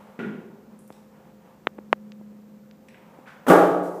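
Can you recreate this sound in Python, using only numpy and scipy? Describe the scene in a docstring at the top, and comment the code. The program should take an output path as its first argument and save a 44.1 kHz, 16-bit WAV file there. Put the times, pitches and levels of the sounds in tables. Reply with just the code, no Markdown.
"""A heavy bang, like a door slamming, ends this scene in a hard, reverberant room: three quick impacts
excite the modes of a panel and of the room, and a limiter holds the peak. Before it, over a faint motor
hum and room noise, a latch-like clack, light ticks, metal clinks and scuffs sound a little way off, each
with a reverberant tail. Dry handling clicks reach the microphone directly through its case.
Two faint, high scuffs follow the bang."""
import sys
import numpy as np
from scipy import signal
from scipy.fft import rfft, irfft, next_fast_len
from scipy.io import wavfile
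from scipy.ndimage import uniform_filter1d, minimum_filter1d, map_coordinates

SR = 44100
rng = np.random.default_rng(int(sys.argv[2]) if len(sys.argv) > 2 else 0)


def pcm_store(signal):
    """Save signal as 16-bit PCM."""
    levels = np.round(np.clip(np.atleast_2d(signal), -1, 1) * 32767)
    wavfile.write(sys.argv[1], SR, levels.astype(np.int16).T)


N = 176400


def amp(db):
    """Amplitude ratio of a level in decibels."""
    return 10 ** (np.asarray(db) / 20)


def along(points, hz):
    """Interpolation of (frequency, value) points on a logarithmic frequency axis."""
    frequencies, values = np.transpose(points)
    return np.interp(np.log(hz + 1), np.log(frequencies + 1), values)


def curve(points):
    """Linear interpolation of (time, value) points, one value per sample."""
    return np.interp(np.arange(N) / SR, *np.transpose(points))


def wobble(rate_hz):
    """Slow random modulation: a spline through Gaussian knots."""
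    knots = rng.standard_normal(int(N * rate_hz / SR) + 4)
    return map_coordinates(knots, [np.arange(N) * rate_hz / SR])


def swell(attack_s):
    """Exponential approach to full amplitude, one second long."""
    return 1 - np.exp(-np.arange(SR) / SR / attack_s)


def add(track, start_s, x):
    """Superposition of x on the track."""
    i = round(start_s * SR)
    track[i:i + len(x)] += x[:N - i]


def impulse(gain, size=8192):
    """Minimum-phase response of unit energy, shaped by gain(hz) through the folded cepstrum."""
    magnitude = gain(np.fft.rfftfreq(size, 1 / SR))
    cepstrum = irfft(np.log(np.maximum(magnitude / magnitude.max(), 1e-6)))
    cepstrum[1:size // 2] *= 2
    cepstrum[size // 2 + 1:] = 0
    response = irfft(np.exp(rfft(cepstrum)))[:size // 2] * np.hanning(size)[size // 2:]
    return response / np.linalg.norm(response)


def coloured(x, spectrum):
    """Linear filtering by a spectral shape of (frequency [Hz], relative level [dB]) points."""
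    return signal.fftconvolve(x, impulse(lambda hz: amp(along(spectrum, hz))))[:len(x)]


def band(x, centre_hz, octaves):
    """Band-pass filtering with a Gaussian passband in log frequency."""
    bell = lambda hz: np.exp(-.5 * (np.log2((hz + 1) / centre_hz) / octaves) ** 2) + 0.0017
    return signal.fftconvolve(x, impulse(bell))


# Envelope of the motor's second harmonic (time [s], level [dB])
SECOND_HARMONIC = [(0, -50), (.8, -51), (1.2, -53), (1.6, -58), (1.85, -44), (2.05, -40), (2.25, -42),
                   (2.6, -47), (3.0, -57)]
# Upper harmonics of the motor (harmonic number, level [dB])
UPPER_HARMONICS = [(3, -84), (5, -59.5)]
def motor_hum(rotation_hz=104.76):
    """Periodic motion: harmonics of a motor's wavering speed; the second swells and fades."""
    speed_hz = rotation_hz * (1 + 0.00208 * wobble(3.0))
    phase = 2 * np.pi * np.cumsum(speed_hz) / SR
    upper = sum(amp(db + 1.5 * wobble(18.0)) * np.sin(k * phase) for k, db in UPPER_HARMONICS)
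    second = amp(curve(SECOND_HARMONIC) + .7 * wobble(7.4)) * np.sin(2 * phase)
    return upper + second


# Spectra of the room noise and of the rush (frequency [Hz], relative level [dB])
FLOOR_SPECTRUM = [(25, -46.5), (58, -15.5), (100, -15.5), (160, -1.5), (230, -1), (290, -9.5), (500, -10),
                  (680, -20.5), (1550, -26), (3500, -36), (7650, -36.5), (9700, -44), (13000, -36)]
RUSH_SPECTRUM = [(150, -48), (400, -2.5), (900, 1), (1500, -10), (3000, -20), (5000, -32.5)]
# Envelope of the rush (time [s], level [dB])
RUSH_ENVELOPE = [(0, -52), (.66, -63.5), (.73, -57.5), (.86, -70), (.97, -58), (1.1, -65.5), (1.15, -58.5),
                 (1.28, -57.5), (1.38, -67), (1.47, -57), (1.6, -63.5), (1.9, -67), (2.7, -70),
                 (3.1, -56.5), (3.4, -57.5)]
def room_noise(floor_db=-54.5):
    """Filtered Gaussian noise: a stationary floor and a soft, amplitude-modulated midrange rush."""
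    floor = amp(floor_db) * coloured(rng.standard_normal(N + SR), FLOOR_SPECTRUM)[SR:]
    rush_gain = amp(curve(RUSH_ENVELOPE) + wobble(5.6))
    rush = coloured(rng.standard_normal(N + SR), RUSH_SPECTRUM)[SR:]
    return floor + rush_gain * rush


# Decay of the room (frequency [Hz], reverberation time T60 [s])
ROOM_T60 = [(60, 0.14), (170, 1.07), (300, 1.29), (600, 1.23), (1300, 0.78), (2500, 0.69), (5000, 0.73),
            (12000, 0.59)]
def reverberation(attack_s):
    """Diffuse field: dense reflections merge into noise that decays exponentially in each band."""
    hz, t, spectra = signal.stft(rng.standard_normal(SR * 3 // 2), SR, nperseg=256)
    decay = amp(-60 * t / along(ROOM_T60, hz)[:, None])
    tail = signal.istft(spectra * decay, SR)[1][:SR]
    return tail * swell(attack_s)


def ring(modes, t60s, attack_s, drift_cycles=.04):
    """Free vibration: damped modes whose phases drift a little as their echoes mingle."""
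    t = np.arange(SR) / SR
    tones = np.zeros(SR)
    for (hz, db), t60, start_phase in zip(modes, t60s, rng.random(len(modes))):
        cycles = hz * t + start_phase + drift_cycles * wobble(rate_hz=12)[:SR]
        tones += amp(db - 60 * t / t60) * np.sin(2 * np.pi * cycles)
    return tones * swell(attack_s)


# Knocks of the clack (time [s], level [dB])
KNOCKS = [(.190, -28.5), (0.233, -43.5)]
# Spectrum of each knock (frequency [Hz], relative level [dB])
KNOCK_SPECTRUM = [(60, -37), (130, -7.5), (232, 5), (280, -11.5), (390, -2.5), (520, -17), (1270, -24.5),
                  (1430, -13), (1740, -21), (2300, -23), (3300, -31.5), (4400, -45), (14000, -58.5)]
# Modes of the hollow ring (frequency [Hz], level [dB])
HOLLOW_MODES = [(231.5, -39), (343, -36), (404, -40), (1378, -40.5), (1420, -41), (1442, -37.5),
                (1936, -42.5)]
def clack(t60_s=0.54):
    """Impact excitation: two knocks reverberate, and the first starts a hollow modal ring."""
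    out = np.zeros(N)
    for start_s, db in KNOCKS:
        add(out, start_s, amp(db) * coloured(reverberation(attack_s=0.00044), KNOCK_SPECTRUM))
    add(out, KNOCKS[0][0], ring(HOLLOW_MODES, [t60_s] * len(HOLLOW_MODES), attack_s=0.015))
    return out


def crack(t60_s):
    """Broadband transient: white noise under an exponential decay."""
    return rng.standard_normal(SR) * amp(-60 * np.arange(SR) / SR / t60_s)


def snap(direct_db=12.5):
    """Direct and reverberant sound of a small contact."""
    return reverberation(attack_s=0.00061) + amp(direct_db) * crack(t60_s=0.021)


# Light contacts in the room (time [s], level [dB], centre frequency [Hz], width [octaves])
TICK_CONTACTS = [(.790, -65, 9300, .3), (0.877, -66.5, 9900, 0.63), (2.944, -58, 2050, 0.41),
                 (3.274, -51, 1530, 0.18)]
def ticks():
    """Band-limited transients: each small contact radiates in a single band."""
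    out = np.zeros(N)
    for start_s, db, centre_hz, octaves in TICK_CONTACTS:
        add(out, start_s, amp(db) * band(snap(), centre_hz, octaves))
    return out


# Pulses in the case (time [s], peak level before limiting [dB], low edge [Hz], roll-off knee [Hz],
# top edge [Hz], relative level of the fizz past that edge [dB])
CASE_PULSES = [(.9040, -29.5, 139, 610, 3630, -12), (1.671, -4, 260, 1810, 3940, -22),
               (1.784, -34.5, 243, 620, 3680, -29), (1.7874, -27.5, 260, 352, 2750, -42),
               (1.9290, 3, 448, 1160, 3140, -6.5), (2.1202, -33, 2090, 2960, 6470, -2),
               (2.212, -37.5, 283, 390, 1000, -29), (2.712, -38.5, 1450, 3480, 6340, -22),
               (3.188, -36, 243, 296, 1030, -36)]
def handling_clicks(rattle_gain=.032, rattle_t60_s=.012, low_cut_hz=115):
    """Structure-borne sound: dry pulses reach the microphone through its briefly rattling case."""
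    out = np.zeros(N)
    t = np.arange(SR // 20) / SR
    low_cut = lambda hz: 1 / np.hypot(1, (low_cut_hz / (hz + 1)) ** 4)
    for start_s, db, low_hz, knee_hz, top_hz, fizz_db in CASE_PULSES:
        low_edge = lambda hz: (hz / low_hz) ** 2 / np.hypot(1, (hz / low_hz) ** 2)
        body = lambda hz: low_edge(hz) / np.hypot(1, (hz / knee_hz) ** 2)
        top_edge = lambda hz: 1 / np.hypot(1, (hz / top_hz) ** 20)
        fizz = lambda hz: amp(fizz_db) / np.hypot(1, (hz / 6500) ** 4)
        response = impulse(lambda hz: body(hz) * (top_edge(hz) + fizz(hz)) * low_cut(hz))
        rattle = rattle_gain * rng.standard_normal(len(t)) * amp(-60 * t / rattle_t60_s)
        pulse = signal.fftconvolve(response, (t == 0) + rattle)
        add(out, start_s, -amp(db) * pulse / abs(pulse).max())
    return out


# Touches on a small metal part (time [s], level [dB], low edge [Hz])
METAL_TOUCHES = [(.925, -65.5, 3600), (2.885, -59, 1500)]
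# Resonances of the part (frequency [Hz], relative level [dB])
METAL_RESONANCES = [(1870, 4), (2520, -0.5), (3800, -9), (5500, -7), (8000, -8), (10900, -12)]
def clinks(half_width_hz=380):
    """Damped resonance: metal rings briefly in broad peaks; the lighter touch misses the low ones."""
    out = np.zeros(N)
    metal = lambda hz: sum(amp(db) / (1 + ((hz - centre_hz) / half_width_hz) ** 2)
                           for centre_hz, db in METAL_RESONANCES)
    for start_s, db, low_hz in METAL_TOUCHES:
        response = impulse(lambda hz: metal(hz) / np.hypot(1, (low_hz / (hz + 1)) ** 4))
        add(out, start_s, amp(db) * signal.fftconvolve(snap(), response))
    return out


# Soft rubs (time [s], level [dB], centre frequency [Hz], width [octaves], attack [s])
RUBS = [(3.256, -47.5, 1450, 0.67, 0.01), (3.266, -62, 3360, 1, 0.0072), (3.825, -53, 7900, 1, 0.011),
        (3.93, -53.5, 9000, 0.79, 0.042)]
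def scuffs():
    """Friction noise: each rub builds up in one band and decays with the room."""
    out = np.zeros(N)
    for start_s, db, centre_hz, octaves, attack_s in RUBS:
        add(out, start_s, amp(db) * band(reverberation(attack_s), centre_hz, octaves))
    return out


# Impacts of the panel (time [s], boom level [dB], crash level [dB])
IMPACTS = [(3.466, -24, -45), (3.481, -20.5, -31.5), (3.4994, -11, -31.5)]
# Spectra of the boom and of the bright crash (frequency [Hz], relative level [dB])
BOOM_SPECTRUM = [(60, -39), (110, -25.5), (175, -2.5), (225, -23), (290, -1.5), (820, -2.5), (1000, -10.5),
                 (1270, -4.5), (1600, -12), (2200, -22), (4500, -40), (9000, -100)]
CRASH_SPECTRUM = [(1000, -18), (2300, 0), (3200, 5), (4300, -3), (6500, 0), (11000, -1), (15000, -2)]
# Modes of the panel and room (frequency [Hz], level [dB])
PANEL_ROOM_MODES = [(179, -25), (286, -18), (309, -19), (336, -18), (390, -15.5), (437, -16.5),
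                    (454, -16.5), (490, -15.5), (543, -25), (600, -16.5), (659, -13), (705, -21),
                    (767, -25), (815, -16.5), (867, -25), (1086, -26.5), (1147, -19), (1256, -21.5),
                    (1443, -27), (1626, -30.5)]
def bang(crash_attack_s=0.0017, lowest_t60_s=1.7, upper_t60_s=0.86):
    """Impulsive excitation: each impact booms and crashes; the last and hardest rings the modes."""
    out = np.zeros(N)
    for start_s, boom_db, crash_db in IMPACTS:
        boom = coloured(reverberation(attack_s=0.00026), BOOM_SPECTRUM)
        add(out, start_s, amp(boom_db) * boom)
        direct = swell(crash_attack_s) * crack(t60_s=.16)
        reflected = amp(-3) * reverberation(crash_attack_s)
        add(out, start_s, amp(crash_db) * coloured(direct + reflected, CRASH_SPECTRUM))
    t60s = [lowest_t60_s] + [upper_t60_s] * (len(PANEL_ROOM_MODES) - 1)
    add(out, IMPACTS[-1][0], ring(PANEL_ROOM_MODES, t60s, attack_s=.003))
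    return out


# Low pressure pulses (centre time [s], frequency [Hz], level [dB], 1/e half-length [s])
AIR_PULSES = [(3.49, 258, -13.5, 0.011), (3.509, 176.3, -13.5, 0.012), (3.516, 56, -40, 0.015)]
def thumps():
    """Volume displacement: the panel pushes air as it seats, radiating low Gaussian tone bursts."""
    out = np.zeros(N)
    for centre_s, hz, db, half_length_s in AIR_PULSES:
        t = np.arange(N) / SR - centre_s
        out += amp(db) * np.exp(-(t / half_length_s) ** 2) * np.sin(2 * np.pi * hz * t)
    return out


def scene():
    """Superposition: the pressures of all sources add in one channel."""
    events = bang() + thumps() + clack() + ticks() + clinks() + scuffs() + handling_clicks()
    return (events + motor_hum() + room_noise())[None]


def record(dry, ceiling=1, window_s=0.0043, cutoff_hz=15330):
    """Peak limiting by a smoothed gain that dips around each overload, then an ideal low-pass."""
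    window = int(window_s * SR)
    needed_gain = np.minimum(1, ceiling / (abs(dry) + 1e-9))
    gain = uniform_filter1d(minimum_filter1d(needed_gain, window), window)
    size = next_fast_len(N + SR // 2)
    passband = np.fft.rfftfreq(size, 1 / SR) < cutoff_hz
    return irfft(rfft(dry * gain, size) * passband, size)[:, :N]


dry = scene()
out = record(dry)
pcm_store(out)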